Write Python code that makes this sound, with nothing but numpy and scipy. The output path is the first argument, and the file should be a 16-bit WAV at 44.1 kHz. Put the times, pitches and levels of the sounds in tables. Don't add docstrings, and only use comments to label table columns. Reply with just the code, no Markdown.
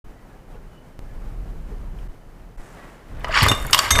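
import sys
import numpy as np
from scipy import signal
from scipy.fft import rfft, irfft
from scipy.io import wavfile
from scipy.ndimage import uniform_filter1d

SR = 44100
rng = np.random.default_rng(int(sys.argv[2]) if len(sys.argv) > 2 else 0)


def persist_wave(psi):
    counts = np.round(np.clip(psi, -1, 1) * 32767).astype(np.int16)
    wavfile.write(sys.argv[1], SR, np.atleast_2d(counts).T)


def rack_gain(trim_db):
    fader = np.asarray(trim_db, float)
    return 10 ** (fader / 20)


N = 176400

# f/Hz, level/dB [per Hz]
AIR_SPECTRUM = [(35, -32), (60, -7.5), (140, -2.5), (312, -9), (760, -14.5), (1800, -23), (3400, -34),
                (15500, -42)]
# start t/s, air level/dB, offset jump level/dB
TAKES = [
    (0.041, 2, -25.5),
    (.992, 3.5, -25),
    (2.079, 1.3, -24),
    (2.573, 1.6, -23),
]
# t/s, half width/s
DIPS = [
    (2.081, 0.0065),
    (2.571, 0.0082),
]
# t/s, level/dB
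HAND_LEVEL = [(.05, -41), (.5, -47), (.55, -37), (.97, -50), (1.02, -36), (1.3, -29.5), (1.6, -31.5),
              (2.06, -30), (2.12, -41), (2.5, -43), (3.08, -45.5), (3.13, -29), (3.5, -27.5), (3.69, -26),
              (3.77, -39.5), (3.9, -33.5), (4, -18)]
# t/s, rub level/dB, hiss level/dB
SLEEVE = [
    (2.57, -46, -60),
    (2.585, -50, -63.5),
    (2.72, -49, -60.5),
    (2.83, -45.5, -68),
    (2.95, -50, -66),
    (3.05, -54.5, -80),
    (3.2, -45, -70.5),
    (3.3, -38.5, -80),
]
# f/Hz, level/dB [per Hz]
CLOTH_SPECTRUM = [(150, -15), (300, -4), (734, -4.5), (1930, -9.5), (2400, -15), (5000, -27.5),
                  (15000, -38)]
# f/Hz, level/dB [per Hz]
HISS_SPECTRUM = [(3000, -36), (5500, -7), (8000, -4), (10500, -10.5), (15000, -20)]
# t/s, level/dB
BENCH_LEVEL = [(3.1, -43.5), (3.405, -40), (3.42, -21), (3.52, -20.5), (3.55, -35.5), (3.66, -52),
               (3.72, -36.5), (3.9, -45.5), (3.915, -28), (4, -23)]
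# f/Hz, level/dB, width/Hz
BENCH_MODES = [(91.2, 2.5, 37.6), (109.2, -14, 22), (244.6, -10, 81), (407, -10, 75)]
# t/s, level/dB, f/Hz, decay time T60/s
KNIFE_TAPS = [
    (.54, -44, 895, 0.13),
    (0.546, -57, 2700, 0.065),
    (.565, -50, 1436, 0.057),
    (1.715, -35.5, 398, 0.08),
    (1.988, -43, 2700, 0.017),
    (1.989, -56, 4370, 0.017),
    (0.544, -42, 450, 0.13),
]
# t/s, length/s, level/dB, f/Hz
SQUEAKS = [
    (0.14, .11, -61, 1960),
    (0.27, .12, -63, 1700),
    (.7, .14, -64, 2963),
    (0.092, .45, -61, 750),
    (2.72, .2, -57, 1950),
    (1.04, .14, -62, 1730),
]
# t/s, level/dB, brightness/dB [per octave]
ROLL = [(3.1, -93, -19), (3.26, -37.5, -31), (3.32, -28, -2), (3.355, -15.5, -0.5), (3.42, -15, 0.5),
        (3.48, -17.5, -5), (3.55, -31, -23), (3.63, -41.5, -1), (3.72, -44.5, 1), (3.76, -27, -9.5),
        (3.85, -19, -3), (3.895, -26, -1), (3.92, -33, -11), (4, -19, -14)]
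# f/Hz, level/dB, width/Hz
FRAME_MODES = [(613, -13, 230), (966, -5.5, 164), (1162, -0.5, 150), (1578, -1.5, 380), (2070, -1, 760),
               (2860, -3.5, 155), (3470, -5, 1560), (4400, -5, 670), (5440, -14, 67), (6940, -16, 74),
               (7650, -16.5, 170), (8530, -23.5, 150), (10200, -26.5, 680)]
# t/s, level/dB, centre/octaves [above 1 kHz], burst time/s [to fall 120 dB]
CLACKS = [(3.195, -43, 4.3, 0.035), (3.208, -37, 1.2, 0.035), (3.239, -40, 3.7, 0.045),
          (3.273, -24, 0.17, 0.072), (3.295, -37, 0.8, 0.033), (3.327, -15, 0.87, 0.035),
          (3.341, -10, 0.85, .03), (3.346, -10, 0.63, 0.023), (3.357, -5, 0.71, 0.069),
          (3.366, -10, 0.8, .03), (3.375, -4.5, 0.84, 0.05), (3.407, -11, 1.6, 0.059),
          (3.438, -17, .3, .03), (3.463, -6.5, 0.13, 0.039), (3.649, -23, 0.28, 0.04),
          (3.726, -22.5, 0.98, 0.04), (3.958, -11, 1.45, 0.033), (3.978, -24, 0.66, 0.022)]
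# t/s, level/dB, centre/octaves [above 1 kHz], burst time/s [to fall 120 dB]
SLAMS = [(3.245, -11.5, 0.06, 0.056), (3.463, -11.5, -1.5, 0.11), (3.484, -8, 3, 0.054),
         (3.515, -11.5, .5, 0.06), (3.730, -3.5, 2, 0.15), (3.733, -6, 2.5, 0.068), (3.745, -1, 1.5, 0.051),
         (3.778, -14, 2.5, 0.12), (3.79, -1.5, 2, 0.044), (3.906, -5, 3, 0.092), (3.910, -4, 1, 0.054),
         (3.953, -9.5, 0.5, 0.055), (3.989, -4, 0.4, 0.044)]
# t/s, level/dB, centre/octaves [above 1 kHz], burst time/s [to fall 120 dB]
TICKS = [(3.284, -37, 3.3, .02), (3.426, -20, 3.5, 0.039), (3.430, -13.5, 3.15, .045),
         (3.437, -14, 3.5, .04), (3.464, -17, 3.2, .045), (3.471, -26, 4.2, 0.019), (3.515, -13, 3, .02),
         (3.525, -27, 3.2, .03), (3.549, -26, 2.9, .05), (3.601, -33, 3, .03), (3.616, -33, 3.75, 0.026),
         (3.626, -28, 3.2, .03), (3.649, -31.5, 3.5, .03), (3.667, -21, 3.42, 0.038),
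         (3.690, -44, 3.4, .04), (3.709, -22, 3.4, .06), (3.957, -24, 3.2, .06), (3.974, -26, 2.3, .06)]
# t/s, level/dB, f/Hz, decay time T60/s
PINGS = [(3.246, -41, 4930, 0.041), (3.408, -33, 7850, 0.046), (3.409, -39, 6900, .05),
         (3.517, -16, 2860, 0.049), (3.515, -15.5, 1110, 0.046), (3.676, -29.5, 2186, 0.065),
         (3.698, -22.5, 1390, .035), (3.731, -9, 2925, 0.052), (3.732, -10, 5430, 0.049),
         (3.731, -5.5, 3700, 0.026), (3.729, -21, 4670, 0.044), (3.731, -8.5, 1180, 0.029),
         (3.745, -8, 1090, 0.045), (3.745, -15, 2960, 0.037), (3.745, -17, 13800, .04),
         (3.751, -30, 11640, 0.065), (3.777, -18, 3280, 0.072), (3.791, -11.5, 4620, 0.036),
         (3.789, -18.5, 7650, 0.043), (3.79, -16, 1126, 0.048), (3.789, -26, 7080, 0.037),
         (3.906, -7, 1274, 0.029), (3.907, -24, 4900, 0.035), (3.989, -12, 1140, 0.024),
         (3.429, -15, 93, 0.12), (3.514, -16.5, 238, 0.055), (3.649, -27.5, 126, 0.091),
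         (3.912, -19.5, 73, 0.32)]
# t/s, level/dB
CHATTER_LEVEL = [(3.28, -79), (3.34, -55), (3.38, -48), (3.45, -43), (3.5, -38), (3.56, -48), (3.7, -50.5),
                 (3.75, -36), (3.85, -37.5), (3.9, -51), (3.92, -31), (4, -51)]
# f/Hz, level/dB [per Hz]
CHATTER_SPECTRUM = [(4000, -30), (7000, 3.5), (10000, 1), (13000, 0), (14500, -17), (15500, -27)]
PIN_HZ = [4950, 6955, 7650, 8650, 10100, 11900, 13100, 14300]
DISC_HZ = [2106, 3596, 3650, 5520, 5970, 6228, 6480, 7695, 8495, 10200, 11550, 13050]
# rim-struck level/dB, flat-struck level/dB, decay time T60/s
DISC_MODES = [(-23, -12, 0.72), (-7, -26, 0.37), (-10, -12, 0.58), (-17.5, -20, 0.13), (-41, -8, 0.15),
              (-49, -5.5, 0.08), (-20, -4.5, 0.11), (-25, -19.5, 0.39), (-25, -8, 0.096),
              (-14.5, -15.5, 0.081), (-25, -12.5, 0.12), (-30, -17, 0.042)]
# t/s, level/dB, flatness [0 rim - 1 flat], free ringing/s
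STRIKES = [
    (3.485, -6.5, 0.05, 0.013),
    (3.517, -17, 0.12, 0.059),
    (3.906, -8, 0.99, 0.066),
    (3.957, -16.5, 0.7, 0.02),
    (3.982, -19.5, 0.95, .05),
]


def evened(x):
    return x / np.sqrt(np.mean(x ** 2) + 1e-20)


def curve(rows, col=1):
    rows = np.asarray(rows)
    return np.interp(np.arange(N) / SR, rows[:, 0], rows[:, col], left=-120)


def shaped(points):
    f, db = np.transpose(points)
    hz = np.fft.rfftfreq(N, 1 / SR)
    weight = rack_gain(np.interp(np.log(hz + 1), np.log(f), db)) * (hz > 40)
    return evened(irfft(rfft(rng.standard_normal(N)) * weight, N))


def add(mix, s, sound):
    part = mix[round(s * SR):][:len(sound)]
    part += sound[:len(part)]


def band(x, hz, width):
    r = np.exp(-np.pi * width / SR)
    return signal.lfilter([1 - r * r, 0, r * r - 1], [2, -4 * r * np.cos(2 * np.pi * hz / SR), 2 * r * r], x)


def steep(x, hz, width):
    return band(band(x, hz, 2 * width), hz, 2 * width)


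def air():
    take_db = np.zeros(N)
    for s, db, _ in TAKES:
        take_db[round(s * SR):] = db
    drift_db = 1.0 * evened(uniform_filter1d(uniform_filter1d(rng.standard_normal(N), 2500), 2500))
    grain_db = 1.5 * evened(uniform_filter1d(rng.standard_normal(N), 200))
    lamp = rack_gain(-76) * evened(steep(rng.standard_normal(N), 3000, 90))
    room = shaped(AIR_SPECTRUM) * rack_gain(-49.5 + take_db + drift_db)
    rub = shaped(CLOTH_SPECTRUM) * rack_gain(curve(SLEEVE))
    hiss = shaped(HISS_SPECTRUM) * rack_gain(curve(SLEEVE, col=2))
    return lamp + room + rack_gain(grain_db) * (rub + hiss)


def rumble():
    hand_force, bench_force = rng.standard_normal((2, N))
    hand_hz, hand_width_hz = 25, 30
    sway = band(band(hand_force, hand_hz, hand_width_hz), hand_hz, hand_width_hz)
    hand = evened(sway) + rack_gain(-17) * evened(steep(hand_force, 71.6, 40))
    table = np.zeros(N)
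    for hz, db, width in BENCH_MODES:
        table += rack_gain(db) * evened(band(band(bench_force, hz, width), hz, width))
    return hand * rack_gain(curve(HAND_LEVEL)) + evened(table) * rack_gain(curve(BENCH_LEVEL))


def knife():
    out, t = np.zeros(N), np.arange(6000) / SR
    for s, db, hz, t60 in KNIFE_TAPS:
        tap = evened(steep(rng.standard_normal(6000), hz, 0.14 * hz))
        add(out, s, rack_gain(db - 60 * t / t60) * tap)
    for s, length, db, hz in SQUEAKS:
        n = round(length * SR)
        squeak = evened(band(rng.standard_normal(N // 4), hz, 35))[-n:]
        add(out, s, rack_gain(db) * np.hanning(n) * squeak)
    return out


def rollers():
    slips_per_s, slip_spread_db, slip_s = 3600, 2.2, 0.0015
    slips = (rng.random(N) < slips_per_s / SR) * rack_gain(slip_spread_db * np.minimum(rng.exponential(1, N), 4))
    scratch_level = signal.lfilter([1], [1, -np.exp(-1 / (slip_s * SR))], slips)
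    scratches = scratch_level * rng.standard_normal((2, N))
    frame_force, wash_force = signal.lfilter(*signal.butter(2, 9000, fs=SR), scratches)
    tilt = np.maximum(curve(ROLL, col=2), -10)
    rings, wash = np.zeros(N), np.zeros(N)
    for hz, db, width in FRAME_MODES:
        flutter_db = 4.23 * evened(band(rng.standard_normal(N), 19, 25)) - 4
        mode = evened(steep(frame_force, hz, width / 2))
        rings += rack_gain(db + tilt * np.log2(hz / 1500)) * mode * rack_gain(flutter_db)
    for hz in (1100, 1900, 3100, 5000, 8000, 12500):
        wash_db = tilt * np.log2(hz / 1500) - 7.4 * np.log2(hz / 2000) ** 2
        wash += rack_gain(wash_db) * evened(steep(wash_force, hz, 0.13 * hz))
    return rack_gain(curve(ROLL)) * (rings + rack_gain(-3) * wash) / 2


def clacks(rows, fall_db, crack_db):
    out, t = np.zeros(N), np.arange(4000) / SR
    hz = np.fft.rfftfreq(4000, 1 / SR) + 1
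    for s, db, centre, t60 in rows:
        burst = rng.standard_normal(4000) * rack_gain(-120 * t / t60)
        luck_db = 4 * rng.standard_normal(len(FRAME_MODES))
        colour = rack_gain(-fall_db * (np.log2(hz / 1000) - centre) ** 2)
        burst = irfft(rfft(np.roll(burst, shift=SR // 500)) * colour)
        ring = np.zeros(4000)
        for mode_luck_db, (f, mode_db, width) in zip(luck_db, FRAME_MODES):
            ring += rack_gain(mode_db + mode_luck_db) * band(burst, f, width + 60) / np.sqrt(width)
        blow = ring / abs(ring).max() + rack_gain(crack_db) * burst / abs(burst).max()
        add(out, s - 1 / 500, rack_gain(db) * blow / abs(blow).max())
    return out


def pings():
    out, t = np.zeros(N), np.arange(4000) / SR
    for s, db, hz, t60 in PINGS:
        rough = 0.5 * evened(band(rng.standard_normal(4000), hz, min(250, hz / 2)))
        envelope = rack_gain(db - 60 * t / t60) * np.minimum(t / 0.00064, 1)
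        add(out, s, envelope * (np.sin(2 * np.pi * hz * t) + rough))
    grain_db = 2.5 * evened(uniform_filter1d(rng.standard_normal(N), 90))
    chatter = shaped(CHATTER_SPECTRUM)
    sung = np.zeros(N)
    for hz in PIN_HZ:
        flutter_db = 4 * evened(band(rng.standard_normal(N), 14, 31))
        sung += steep(chatter, hz, 70) * rack_gain(flutter_db)
    return out + (0.8 * chatter + 0.6 * evened(sung)) * rack_gain(curve(CHATTER_LEVEL) + grain_db)


def disc():
    out, t = np.zeros(N), np.arange(SR // 2) / SR
    for s, db, flat, free_s in STRIKES:
        damping_db = 497 * np.clip(t - free_s, 0, 0.03)
        for hz, (rim_db, flat_db, t60) in zip(DISC_HZ, DISC_MODES):
            mode_db = rim_db + flat * (flat_db - rim_db)
            waver_db = 2.9 * evened(uniform_filter1d(rng.standard_normal(len(t)), 350))
            envelope = rack_gain(db + mode_db - damping_db + waver_db - 60 * t / t60) * np.minimum(t / 0.0021, 1)
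            add(out, s, envelope * np.sin(2 * np.pi * (hz * t + rng.random())))
    return out


def shop(x):
    t, t60 = np.arange(SR // 2) / SR, 0.47
    signs = rng.choice([-1., 1.], len(t))
    taps = signs * (rng.random(len(t)) < 0.05) * rack_gain(-60 * t / t60) * (t > 0.004)
    taps = signal.lfilter(*signal.butter(1, 5540, fs=SR), taps)
    return signal.fftconvolve(x, taps / np.linalg.norm(taps))[:N]


def scene():
    knocks = clacks(CLACKS, fall_db=15.5, crack_db=-4.5)
    slams = clacks(SLAMS, fall_db=2.5, crack_db=-4.5)
    ticks = clacks(TICKS, fall_db=18, crack_db=17)
    press = rollers() + knocks + slams + ticks + pings() + disc() + knife()
    return (press + rack_gain(-15.5) * shop(press) + air() + rumble())[None]


def band_limit(x):
    return signal.sosfilt(signal.butter(12, 15760, fs=SR, output="sos"), x)


def record(dry):
    t = np.arange(N) / SR
    gain = np.clip((t - TAKES[0][0]) / 0.005, 0, 1)
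    for s, half in DIPS:
        gain = gain * np.minimum(abs(t - s) / half, 1)
    jumps, u = np.zeros(N), t[:3000]
    for k, (s, _, db) in enumerate(TAKES):
        rise_s = 1e-5 if k == 1 else 0.015
        settling = np.cos(2 * np.pi * 17 * u) * np.exp(-u / 0.041)
        add(jumps, s, rack_gain(db) * settling * np.minimum(u / rise_s, 1))
    clipped = np.clip(dry * gain + jumps, -1, 1)
    mix = signal.oaconvolve(clipped, signal.firwin(255, 15500, fs=SR)[None], "same")
    return band_limit(mix)


dry = scene()
out = record(dry)
persist_wave(out)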